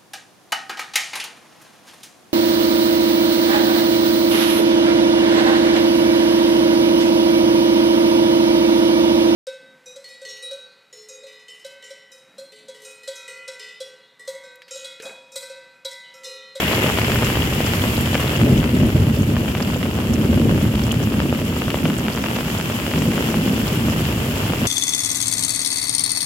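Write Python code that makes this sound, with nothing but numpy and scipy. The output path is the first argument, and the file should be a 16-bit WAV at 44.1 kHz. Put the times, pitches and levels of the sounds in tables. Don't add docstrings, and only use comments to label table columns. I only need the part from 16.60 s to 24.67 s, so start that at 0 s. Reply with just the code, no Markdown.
import sys
import numpy as np
from scipy import signal
from scipy.fft import rfft, irfft
from scipy.io import wavfile
from scipy.ndimage import uniform_filter1d

SR = 44100
rng = np.random.default_rng(int(sys.argv[2]) if len(sys.argv) > 2 else 0)


def store_wav(level_fs):
    pcm = np.round(np.clip(np.atleast_2d(level_fs), -1, 1) * 32767)
    wavfile.write(sys.argv[1], SR, pcm.T.astype(np.int16))


N = 355887
TIME = np.arange(N) / SR
PORT_LAG_S, RIGHT_LATE_S = 0.00036, 0.00014

# t/s, patter/dB, hiss/dB (hiss ducks once the loud drumming starts)
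RAIN_LOUDNESS = [(0, -30, -37.0), (0.5, -30.5, -38.5), (0.85, -34.5, -39), (1.3, -36.5, -39),
                 (1.7, -31, -40.0), (1.95, -35.5, -43), (2.6, -39.5, -45), (3.05, -35, -44.5),
                 (3.6, -37, -44.5), (4.5, -36, -44.5), (5.1, -39, -43.5), (5.6, -34, -43.5),
                 (6.2, -33.5, -41.0), (6.7, -36.5, -40.5), (7.3, -37.5, -40.5), (8.07, -33, -41)]
# f/Hz, width/Hz, gain/dB
PANEL_RESONANCES = [(157, 27.5, -1.6), (212.4, 23.9, 0.97), (244.5, 32.2, -0.82)]
# f/Hz, width/Hz, gain/dB
TAP_COLOUR = [(558, 320, 4.5), (740, 250, -3.5), (1380, 600, 2), (2330, 770, 3)]


def canopy():
    # f/Hz, width/Hz, gain/dB
    cloth_modes = [(67.9, 45, -4), (90.8, 43.5, -0.5), (126.5, 30.4, -2.5)]
    # f/Hz, width/Hz, gain/dB
    slap_modes = [(295, 68, 1), (446, 125, -4), (571, 100, -6)]
    boom_gain, hum_gain, slap_gain = canopy_load(waver_db=1.18, waver_hz=13.6)
    boom = boom_gain * drumming(cloth_modes, per_s=900, spread_db=2, low_hz=45.4, high_hz=178)
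    hum = hum_gain * drumming(PANEL_RESONANCES, per_s=700, spread_db=2.5, low_hz=132.5, high_hz=405)
    slap = slap_gain * drumming(slap_modes, per_s=600, spread_db=2, low_hz=233, high_hz=626)
    return from_db(-0.36) * boom + from_db(-0.5) * hum + from_db(-2) * slap


def canopy_load(waver_db, waver_hz):
    # t/s, boom/dB, hum/dB, slap/dB
    base_levels = [(0, -30, -29.5, -30.5), (.55, -21.5, -25.5, -28), (1.6, -22, -26, -31),
                   (2.7, -24.5, -25.5, -26.5), (3.2, -25, -23.5, -29), (4.35, -21.5, -22.5, -28),
                   (5.2, -29.5, -25, -29), (6.2, -29.5, -26.5, -32.5), (6.55, -30.5, -23, -26.5),
                   (7.25, -23.5, -22.5, -28), (8.07, -24.5, -26.5, -29.5)]
    # t/s, length/s, hum/dB, boom/dB
    surges = [(1.79, 0.19, -17, -17), (2.12, 0.14, -17.5, -19.5), (2.339, 0.06, -20, -12.5),
              (2.457, 0.29, -21.5, -21.5), (3.49, 0.25, -19, -25), (3.7, 0.25, -18, -20.5),
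              (3.992, 0.26, -23, -24.5), (4.392, 0.29, -22.5, -40), (5.201, 0.1, -19.5, -42),
              (6.32, 0.19, -22, -26.5), (6.675, 0.27, -21.5, -45), (7.235, 0.048, -20, -28)]
    attack_s, release_s = 0.017, 0.08
    slap_pivot_db, slap_db_per_db = -15.5, 2.82
    power = from_db(in_time(base_levels)) ** 2
    for start_s, length_s, hum_db, boom_db in surges:
        swell = np.clip((TIME - start_s) / attack_s, 0, 1)
        decay = np.exp(-np.maximum(TIME - start_s - length_s, 0) / release_s)
        slap_db = slap_pivot_db + slap_db_per_db * (hum_db - slap_pivot_db)
        power += np.outer(from_db([boom_db, hum_db, slap_db]), swell * decay) ** 2
    waver = unit_rms(cut(rng.standard_normal((3, N)), waver_hz, "low"))
    return np.sqrt(power) * from_db(waver_db * waver)


def drumming(modes, per_s, spread_db, low_hz, high_hz, span_s=0.13):
    drips = cut(shower(per_s, spread_db), low_hz, "high", order=4)
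    ring = body(cut(drips, high_hz, "low"), modes)
    power = uniform_filter1d(np.mean(ring ** 2, axis=0), int(span_s * SR))
    return ring / np.sqrt(power + 1e-12)


def taps(ring_db, ripple_db, ripple_t60_s, low_hz, high_hz):
    # t/s, level/dB, contact/s
    big_drops = [(0.03, -4, 0.0003), (0.113, -5, .00032), (0.1817, -5, 0.0003), (0.236, -6, 0.000071),
                 (0.2434, 2, 0.00049), (0.2861, -6, 0.00028), (0.3, -1, 0.00018), (0.3869, -3, .00016),
                 (0.4358, -8, 0.0002), (0.499, -3, .00025), (0.534, -5, .00034), (0.5581, -2.5, 0.00015),
                 (0.6239, 0, .00022), (0.632, -2.5, 0.00021), (0.7709, -3.5, 0.00044), (1.0046, -1, .0004),
                 (1.1362, -3.5, 0.0001), (1.2396, -0.5, 0.00021), (1.38, 0.5, 0.00082),
                 (1.5448, -2, 0.000054), (1.5532, 3, .00012), (1.5987, -7.5, .00016), (1.6434, -4, 0.00048),
                 (1.7174, -6.5, 0.000099), (1.8153, -3, 0.00013), (2.0415, -5.5, 0.000056),
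                 (2.7666, -4.5, 0.00014), (2.951, -4, .00012), (3.004, -6.5, 0.00013), (3.1613, -3, .00056),
                 (3.2296, -8, .00008), (3.388, -6, 0.00023), (3.7762, -6, 0.00024), (3.8944, -5.5, 0.00012),
                 (4.6024, -2, 0.00012), (4.727, 0.5, .00042), (4.9658, -7, 0.00017), (5.0195, -4, .00012),
                 (5.0816, -5, 0.00017), (5.1037, -3.5, 0.000061), (5.1439, -3, 0.00024),
                 (5.255, -1.5, 0.00014), (5.3002, -7.5, 0.00011), (5.4832, -2, 0.00011), (5.55, -6, 0.0005),
                 (5.575, -7, .0001), (6.0993, -7, 0.00012), (6.3373, -5, 0.000099), (6.579, -4, 0.00011),
                 (6.6077, -4.5, 0.0004), (6.7427, -3, 0.00019), (6.903, -11, 0.00022), (6.979, -5, 0.00047),
                 (7.2844, -4, 0.00038), (7.9355, -2, 0.00024)]
    blows, age_s = np.zeros((2, N)), TIME[:SR // 30]
    for t_s, db, contact_s in big_drops + middling_drops():
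        ripples = cut(rng.standard_normal(len(age_s)), [900, 4000], "band", order=1)
        ripples *= from_db(ripple_db - 60 * age_s / ripple_t60_s)
        ripples[0] += 1
        pulse = from_db(db) * np.convolve(impact(contact_s), ripples)
        lead_s = RIGHT_LATE_S + rng.uniform(-0.5, 0.5) * PORT_LAG_S
        for side, arrival_s in zip(blows, (t_s - lead_s, t_s)):
            stretch = side[max(round(arrival_s * SR), 0):][:len(pulse)]
            stretch += pulse[:len(stretch)]
    crack = cut(cut(blows, high_hz, "low"), low_hz, "high", order=1)
    return boost(crack, TAP_COLOUR) + from_db(ring_db) * body(blows, PANEL_RESONANCES)


def middling_drops(per_s=14, base_db=-10.5, spread_db=2, follow_share=0.45, contact_s=0.0002):
    t_s = moments(per_s)
    size, softness = rng.uniform(-1.04, 1, (len(t_s), 2)).T
    patter_db, _ = in_time(RAIN_LOUDNESS)
    swing_db = np.interp(t_s, TIME, patter_db - patter_db.mean())
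    db = base_db + spread_db * size + follow_share * swing_db
    return list(zip(t_s, db, contact_s * np.exp(0.92 * softness)))


def patter(per_s, spread_db, hard_s, soft_s, low_hz, count=4):
    blows = np.zeros((2, N))
    for contact_s in np.geomspace(hard_s, soft_s, count):
        drops = shower(per_s / count, spread_db)
        blows += signal.oaconvolve(drops, impact(contact_s)[None])[:, :N]
    ticks = boost(cut(blows, low_hz, "high"), TAP_COLOUR)
    return ticks / np.std(cut(ticks, [700, 2000], "band"))


def splashes(rise_s, faint_per_s, faint_db, low_hz, high_hz):
    # t/s, level/dB, f/Hz, t60/s, width/f
    loud = [(0.079, -19.5, 2950, .026, 0.37), (0.147, -22.5, 3500, 0.026, .7),
            (0.548, -25, 14000, .043, .4), (0.647, -23, 5900, 0.016, 0.65), (0.821, -27, 3100, .024, .4),
            (1.062, -29, 5000, .05, 0.9), (1.346, -29, 13100, .05, .4), (1.407, -28.5, 10000, 0.11, .9),
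            (1.758, -23, 2890, 0.027, 0.39), (2.264, -35, 11000, .027, .7), (2.585, -33, 12800, .06, .6),
            (3.024, -26, 4950, 0.035, .5), (3.166, -31, 7000, .024, .4), (3.228, -23, 2120, 0.031, 0.27),
            (3.536, -28, 5600, .046, 0.72), (4.236, -30, 5300, .037, .4), (4.313, -24.5, 2940, .024, 0.45),
            (4.319, -23, 8400, 0.032, 1.3), (4.458, -30, 14900, .025, .3), (5.38, -28, 8100, 0.043, .6),
            (5.417, -30, 13700, .021, .5), (7.078, -25, 4270, 0.042, 0.62)]
    faint = [(t_s, faint_db, low_hz * (high_hz / low_hz) ** rng.random(), 0.045, 0.59)
             for t_s in moments(faint_per_s)]
    spits, age_s = np.zeros((2, N)), TIME[:SR // 10]
    for t_s, db, hz, t60_s, width_share in loud + faint:
        noise = rng.standard_normal((2, len(age_s)))
        width_hz = width_share * hz
        spray = unit_rms(resonate(resonate(noise, hz, width_hz), hz, width_hz))
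        envelope = from_db(db - 60 * age_s / t60_s) * (1 - np.exp(-age_s / rise_s))
        stretch = spits[:, round(t_s * SR):][:, :len(age_s)]
        stretch += (envelope * spray)[:, :stretch.shape[1]]
    return spits


def ground_rain(per_s, spread_db, wash_db, flicker_db):
    # f/Hz, level/dB
    spectrum = [(200, 23.5), (550, 13), (900, 11), (1600, 9.5), (2400, 8.5), (3400, 3), (6000, 1),
                (10000, 2), (16000, 2.5)]
    drops = unit_rms(cut(shower(per_s, spread_db), 150, "high"))
    wash = unit_rms(cut(shower(per_s=15000, spread_db=0), 147, "high"))
    flicker = unit_rms(cut(rng.standard_normal(N), 16, "low"))
    hz, db = np.transpose(spectrum)
    bin_hz = np.arange(N // 2 + 1) * SR / N
    colour = from_db(np.interp(np.log(bin_hz + 1), np.log(hz), db))
    hiss = irfft(rfft(drops + from_db(wash_db) * wash) * colour, N)
    hiss *= from_db(flicker_db * flicker)
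    return hiss / np.std(cut(hiss, [8000, 15000], "band"))


def droplets(per_s, spread_db, width_share, pitches=9):
    clicks = sum(resonate(shower(per_s / pitches, spread_db), hz, width_share * hz) / np.sqrt(hz)
                 for hz in np.geomspace(2600, 14000, pitches))
    return unit_rms(clicks)


def tyre_spray(centre_hz, width_hz):
    # t/s, level/dB
    spray_levels = [(0, -28), (.6, -34.5), (1.5, -37), (2.2, -41), (3, -61)]
    spray_db, = in_time(spray_levels)
    hiss = resonate(shower(per_s=12000, spread_db=2.4), centre_hz, width_hz)
    return from_db(spray_db) * unit_rms(cut(hiss, 2 * centre_hz, "low"))


def shower(per_s, spread_db):
    at = np.flatnonzero(rng.random(N) < per_s / SR)
    sizes = from_db(spread_db * np.minimum(rng.exponential(1, N), 4))[at]
    lag_s = PORT_LAG_S * rng.uniform(-1, 1, len(at)) + RIGHT_LATE_S
    clicks = np.zeros((2, N))
    for side, arrival in zip(clicks, (at - lag_s * SR, at)):
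        np.add.at(side, np.clip(np.round(arrival).astype(int), 0, N - 1), sizes)
    return clicks


def impact(contact_s):
    age = TIME[:256] / contact_s
    return age * np.exp(1 - age)


def moments(per_s):
    slots = np.arange(int(per_s * N / SR))
    return (slots + rng.random(len(slots))) / per_s


def from_db(db):
    return 10 ** (np.asarray(db) / 20)


def unit_rms(x):
    return x / np.sqrt(np.mean(x ** 2) + 1e-20)


def in_time(rows):
    t_s, *columns = np.transpose(rows)
    return [np.interp(TIME, t_s, column) for column in columns]


def cut(x, hz, kind, order=2):
    return signal.sosfilt(signal.butter(order, hz, kind, fs=SR, output="sos"), x + 1e-18)


def resonate(x, hz, width_hz):
    radius = np.exp(-np.pi * width_hz / SR)
    feedforward = np.array([1, 0, -1]) * (1 - radius ** 2) / 2
    feedback = [1, -2 * radius * np.cos(2 * np.pi * hz / SR), radius ** 2]
    return signal.lfilter(feedforward, feedback, x + 1e-18)


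def body(x, modes):
    return sum((-1) ** k * from_db(db) * resonate(x, hz, width_hz)
               for k, (hz, width_hz, db) in enumerate(modes))


def boost(x, modes):
    for hz, width_hz, db in modes:
        x = x + (from_db(db) - 1) * resonate(x, hz, width_hz)
    return x


def scene():
    patter_db, hiss_db = in_time(RAIN_LOUDNESS)
    mix = canopy()
    mix += from_db(patter_db - 1.1) * patter(per_s=290, spread_db=3.5, hard_s=5e-5, soft_s=23e-5,
                                             low_hz=400)
    mix += from_db(-4.5) * taps(ring_db=-20, ripple_db=-23.5, ripple_t60_s=0.03, low_hz=270, high_hz=6500)
    mix += from_db(hiss_db + 5) * ground_rain(per_s=2200, spread_db=1, wash_db=2, flicker_db=0.89)
    mix += from_db(hiss_db - 3.5) * droplets(per_s=150, spread_db=4, width_share=0.15)
    mix += from_db(1) * splashes(rise_s=0.00022, faint_per_s=2.6, faint_db=-34, low_hz=2700, high_hz=13000)
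    return mix + tyre_spray(centre_hz=2020, width_hz=530)


def record(dry):
    # f/Hz, width/Hz, gain/dB
    port_modes = [(4970, 1480, 5), (7180, 620, 6), (12230, 1150, 5)]
    # f/Hz, width/Hz, gain/dB
    film_modes = [(2824, 360, 9.5), (3338, 410, 8.5)]
    ceiling, cutoff_hz = 0.9, 15900
    left, right = boost(dry, port_modes)
    muffled = cut(boost(left, film_modes), 3260, "low", order=4)
    treble_leak = from_db(-25.5) * cut(left, 12400, "high", order=4)
    ports = np.array([muffled + treble_leak, right])
    rounded = ports / (1 + (ports / ceiling) ** 8) ** (1 / 8)
    return signal.sosfilt(signal.ellip(10, 0.1, 80, cutoff_hz, fs=SR, output="sos"), rounded)


dry = scene()
out = record(dry)
store_wav(out)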